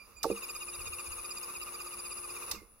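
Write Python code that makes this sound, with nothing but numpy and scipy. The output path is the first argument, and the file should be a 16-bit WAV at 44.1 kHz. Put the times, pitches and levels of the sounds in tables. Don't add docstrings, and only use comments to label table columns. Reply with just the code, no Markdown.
import sys
import numpy as np
from scipy import signal
from scipy.fft import rfft, irfft
from scipy.io import wavfile
from scipy.ndimage import uniform_filter1d

SR = 44100
rng = np.random.default_rng(int(sys.argv[2]) if len(sys.argv) > 2 else 0)


def volts_from_decibels(level):
    exponent = np.asarray(level, float) / 20
    return 10 ** exponent


def wav_record(signal):
    frames = np.transpose(np.atleast_2d(signal))
    bounded = np.clip(frames, -1, 1)
    quanta = np.round(bounded * 32767).astype(np.int16)
    wavfile.write(sys.argv[1], SR, quanta)


N = 123480
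T = np.arange(N) / SR
WHINE_ON_S, WHINE_OFF_S = 0.21, 2.515


def at(table, hz, col=1):
    table = np.array(table, float)
    return np.interp(np.log(np.maximum(hz, 1)), np.log(table[:, 0]), table[:, col])


def curve(table):
    return np.interp(T, *np.array(table, float).T)


def walk(rate):
    hold = max(int(SR / rate), 30)
    values = rng.standard_normal(N // 30 + 1)[:N // hold + 1]
    steps = np.repeat(values, hold)[:N]
    smooth = uniform_filter1d(uniform_filter1d(steps, hold), hold)
    return smooth / smooth.std()


def bell(center_s, length_s):
    return np.exp(-((T - center_s) / length_s) ** 2 / 2)


def pan(x, db):
    return x * volts_from_decibels(np.array([[db], [-db]]) / 2)


# (f/Hz, level left over right/dB)
BALANCE = [(60, 2), (250, -9), (700, -7.5), (2400, -1.5), (5000, -8), (12000, 2.5)]
# (f/Hz, likeness from 0 to 1)
LIKENESS = [(60, 0.8), (300, 0.88), (2000, 0.25), (12000, 0.28)]


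def noise(tone):
    hz = np.arange(N // 2 + 1) * SR / N
    like = np.clip(at(LIKENESS, hz), 0, 1)
    mid, side = rfft(rng.standard_normal((2, N)))
    sign = np.array([[1], [-1]])
    spectrum = mid * np.sqrt(1 + like) + sign * side * np.sqrt(1 - like)
    colour = volts_from_decibels(at(tone, hz) + sign * at(BALANCE, hz) / 2)
    x = irfft(spectrum * colour, N)
    return x / x.mean(0).std()


# (order in drive frequencies from the carrier,
# left rms level/dB, right rms level/dB), levels before drift
SIDEBANDS = [(-7, -64, -67), (-5, -51, -62), (-1, -50, -54), (1, -48, -54), (5, -52, -58), (11, -64, -67),
             (13, -64, -70), (17, -60, -70), (19, -61, -74), (23, -64, -72), (29, -62, -68)]
# (f/Hz, relative level/dB per Hz)
WHINE_HISS = [(9000, -18.5), (9900, -2), (11000, -3), (12000, -24)]


def inverter_whine():
    carrier_hz, drive_hz = 10000.3, 32.39
    out = np.zeros((2, N))
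    for order, left_db, right_db in SIDEBANDS:
        cycles = (carrier_hz + order * drive_hz) * T + rng.random()
        phase = 2 * np.pi * cycles + (0.25 + 0.073 * abs(order)) * walk(4.23)
        drift_db = 1.7 * walk(6)
        for side, (db, lead) in enumerate([(left_db, 1.4), (right_db, 0)]):
            level = volts_from_decibels(db + drift_db + 0.76 * walk(56.4))
            out[side] += level * np.sqrt(2) * np.sin(phase + lead + 0.69 * walk(5.065))
    return out + volts_from_decibels(-54) * noise(WHINE_HISS)


def case_hum():
    level = volts_from_decibels(-62 + 1.5 * walk(12))
    hum = level * np.sqrt(2) * np.sin(2 * np.pi * 353.6 * T + 0.3 * walk(9))
    return pan(hum, -8)


# (f/Hz, typical peak level before panning/dB)
IDLE = [(10000, -67), (9900, -77), (10100, -72)]


def idle_tones():
    again_s, rise_s = 2.58, 0.032
    lead = np.array([[2.2], [0]])
    idle = np.zeros((2, N))
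    for hz, db in IDLE:
        phase = 2 * np.pi * hz * T + lead + 0.8 * walk(30)
        idle += volts_from_decibels(db + 4 * walk(35)) * np.sin(phase)
    resting = (T < WHINE_ON_S) + np.clip((T - again_s) / rise_s, 0, 1)
    return resting * pan(idle, 4)


def inverter():
    rise_s, fall_s = 0.13, 0.0074
    rise = np.clip((T - WHINE_ON_S) / rise_s, 0, 1)
    fall = np.exp(-np.maximum(T - WHINE_OFF_S, 0) / fall_s)
    return rise * fall * (inverter_whine() + case_hum()) + idle_tones()


def shaft_turning():
    return (T > WHINE_ON_S) * np.exp(-np.maximum(T - WHINE_OFF_S, 0) / 0.054)


def nearest(times):
    return np.abs(T[::8, None] - times).argmin(1).repeat(8)[:N]


# (t/s, first squeal level/dB, second squeal level/dB)
RUBS = [(0.3161, -42.5, -45), (0.376, -38.5, -45), (0.4383, -39, -42.5), (0.5007, -33, -42.5),
        (0.561, -34, -44.5), (0.6248, -39, -43.5), (0.6888, -39, -47), (0.75, -42.5, -46.5),
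        (0.812, -39.5, -48), (0.873, -37.5, -41.5), (0.938, -38, -44.5), (0.9997, -40, -45.5),
        (1.067, -44, -47.5), (1.1268, -40, -44.5), (1.188, -46, -48.5), (1.252, -38.5, -46.5),
        (1.3123, -34.5, -47.5), (1.3758, -34, -47.5), (1.4355, -33.5, -46), (1.499, -49, -54.5),
        (1.5634, -41, -46.5), (1.625, -36, -45.5), (1.685, -64, -51.5), (1.7487, -38.5, -48.5),
        (1.8096, -36, -48), (1.8706, -43, -50), (1.934, -41.5, -51), (1.9974, -35, -47.5),
        (2.0604, -39, -47), (2.1212, -38, -48), (2.1826, -40.5, -48), (2.2467, -42, -51.5),
        (2.305, -40.5, -51.5), (2.367, -50, -48), (2.43, -67, -51), (2.497, -52, -52), (2.563, -50, -54)]
# (f/Hz, graininess as changes
# per second, lag behind the rub t/s, length/s, pitch sag/Hz per s, level/dB, left over right/dB).
FIRST = [(4836, 160, 0.004, 0.0055, 3000, -8.5, -9), (7250, 300, 0.002, 0.007, 3000, -17, -1),
         (5200, 250, 0.0082, 0.0036, -9000, -19, 11)]
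SECOND = [(2460, 220, .002, .0075, 4500, 2, -1), (2730, 260, -.012, .007, 6000, -1, -1),
          (3750, 400, -.004, .012, 3000, -14, -3), (6600, 200, -.004, .008, 2000, -8, 0),
          (12100, 600, .004, .009, 4000, -7, 1)]
LOW = [(1193, 220, .001, .008, 1500, -47, -1.5)]


def rubbing():
    rubs, out, turning = np.array(RUBS), np.zeros((2, N)), shaft_turning()
    rub_s = rubs[:, 0]
    low_db = 20 * np.log10(turning[(rub_s * SR).astype(int)])
    for level_db, modes in [(rubs[:, 1], FIRST), (rubs[:, 2], SECOND), (low_db, LOW)]:
        for k, (hz, grain_rate, lag, length, sag_hz, db, pan_db) in enumerate(modes):
            grainy = k > 0
            chance = rng.standard_normal((len(rubs), 3))
            center_s = rub_s + lag + 0.0015 * chance[:, 0]
            turn = nearest(center_s)
            dt = T - center_s[turn]
            level = volts_from_decibels(level_db[turn] + (1 + grainy) * chance[turn, 1])
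            swell = level * np.exp(-np.abs(dt / length) ** 3 / 4)
            pitch = hz * (1 + 0.0066 * chance[turn, 2]) - sag_hz * np.clip(dt, -0.02, 0.02)
            grain = walk(grain_rate) + 1j * walk(grain_rate)
            squeal = swell * ((not grainy) + (0.25 + 0.5 * grainy) * grain)
            between = volts_from_decibels(np.median(level_db) - 22.0) * turning * grain
            tone = volts_from_decibels(db) * (squeal + between) * np.exp(2j * np.pi * np.cumsum(pitch) / SR)
            wander = np.exp(1j * np.array([[0], [1]]) * 1.326 * walk(39.86))
            out += pan((tone * wander).real, pan_db)
    return out


# (t/s, length/s, f/Hz, typical peak level before panning/dB)
CREEP = [(0.01, 0.025, 2405, -53.5), (0.013, 0.037, 4800, -60), (0.178, 0.0087, 2413, -53.5),
         (0.181, 0.0074, 7080, -45.5), (0.2, 0.043, 4790, -60), (0.217, 0.014, 2405, -53.5),
         (2.6, 0.033, 2124, -63.5)]


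def creeping():
    out = np.zeros((2, N))
    for s, length, hz, db in CREEP:
        level = volts_from_decibels(db + 3.4 * walk(152.6)) * bell(s, length)
        out += pan(level * np.sin(2 * np.pi * hz * T + 2.1 * walk(91.4)), -8.5)
    return out


# (f/Hz, relative level/dB per Hz)
RUNNING = [(100, -13), (290, -13.5), (355, -7), (420, -7), (500, -2.5), (690, -15.5), (1180, 3.5),
           (1730, -16), (2750, -3), (3120, -23), (3610, -13.5), (4400, -20), (4850, -12), (5700, -16.5),
           (6600, -12.5), (7300, -18), (8410, -33.5), (12000, -10), (15500, -19.5)]
# (t/s, level/dB)
RUNNING_LEVEL = [(0, -65), (.1, -61.5), (.18, -65.5), (.23, -62.5), (.3, -58), (2.2, -57.5), (2.55, -53),
                 (2.66, -67.5), (2.8, -73.5)]


def running_noise():
    rub_s = np.array(RUBS)[:, 0]
    dt = T - rub_s[nearest(rub_s)] + 0.0059
    pulse_db = 7 * shaft_turning() * np.exp(-(dt / 0.025) ** 2 / 2)
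    return noise(RUNNING) * volts_from_decibels(curve(RUNNING_LEVEL) + pulse_db + 0.97 * walk(20))


# (t/s, level/dB, chatter length/s, tail level relative to the click/dB, tail time to fall 60 dB/s)
CLICKS = [(0.2295, -35, 0.01, -5, 0.21), (2.512, -33.5, 0.0094, -7.5, 0.22)]
# (f/Hz, relative level/dB per Hz)
CLICK_TONE = [(470, -20), (1500, -9.5), (3180, -3), (5280, 2.5), (8120, -5.5), (15300, -4.5), (16500, -56)]


def clicks():
    out, hiss = np.zeros((2, N)), noise(CLICK_TONE)
    for s, db, chatter_s, tail_db, t60 in CLICKS:
        dt = np.maximum(T - s, 0)
        chatter = np.exp(-(dt / chatter_s) ** 3) * volts_from_decibels(1.2 * walk(900))
        tail = volts_from_decibels(tail_db - 60 * dt / t60)
        attack = np.minimum(dt / 0.0011, 1)
        out += attack * volts_from_decibels(db) * (chatter + tail) * hiss
    return out


# (t/s, level before weighting by the push/dB, push length/s)
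KNOCKS = [(.2425, -25, .001), (.247, -26, .0013), (.2535, -27, .0022), (.3012, -24, .0027),
          (.309, -28, .0046), (2.52, -45, .001), (2.532, -43, .0038), (2.56, -45, .0052),
          (2.617, -49, .0033)]
# (f/Hz, level relative to the knock/dB, time to fall 60 dB/s)
PANEL = [(205, -4, .16), (335, -1, .11), (395, 4, .06), (463, -1, .16), (530, 1, .08), (780, -3, .07),
         (880, -3, .05), (1140, -1, .045), (1210, -5, .05)]


def knocks():
    out = np.zeros(N)
    for s, db, push_s in KNOCKS:
        dt = np.maximum(T - s, 0)
        attack = np.minimum(dt / push_s, 1)
        for hz, mode_db, t60 in PANEL:
            chance_db, detune = rng.standard_normal(2)
            soft = 2 * (hz * push_s) ** 4 / (1 + (hz * push_s) ** 7)
            level = volts_from_decibels(db + mode_db + chance_db - 60 * dt / t60)
            out += level * soft * attack * np.sin(2 * np.pi * hz * (1 + 0.005 * detune) * dt)
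    return pan(out, -6.0)


# (t/s, length/s, level before panning/dB)
RUMBLE = [(.31, 0.031, -58.5), (.8, 0.023, -53.5), (0.889, 0.032, -53.5), (1.11, 0.019, -51),
          (1.19, 0.025, -59.5), (2.55, 0.04, -59)]
# (f/Hz, relative level/dB per Hz)
RUMBLE_TONE = [(20, 10), (55, 22.5), (80, 16.5), (120, 8.5), (180, -67)]


def rumble():
    level = volts_from_decibels(-66.5) + sum(volts_from_decibels(db) * bell(s, length) for s, length, db in RUMBLE)
    return pan(noise(RUMBLE_TONE), -7.5) * level


# (f/Hz, relative level/dB per Hz)
ROOM = [(59, -4), (100, -54), (206, -0.5), (239, -13.5), (461, -13), (9210, -36), (9820, -21), (16000, -22)]


def room():
    return noise(ROOM) * volts_from_decibels(-67)


def scene():
    motor = inverter() + rubbing() + creeping() + running_noise()
    return motor + clicks() + knocks() + rumble() + room()


def low_pass(x):
    return signal.sosfilt(signal.butter(12, 16970, fs=SR, output="sos"), x)


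def record(dry):
    ports = [np.roll(dry[0], 2), dry[1]]
    top_cut = signal.ellip(6, 0.3, 50, 15900, fs=SR, output="sos")
    x = signal.sosfilt(top_cut, ports)
    mix = signal.lfilter(*signal.iirnotch(3170, 7, SR), x)
    return low_pass(mix)


dry = scene()
out = record(dry)
wav_record(out)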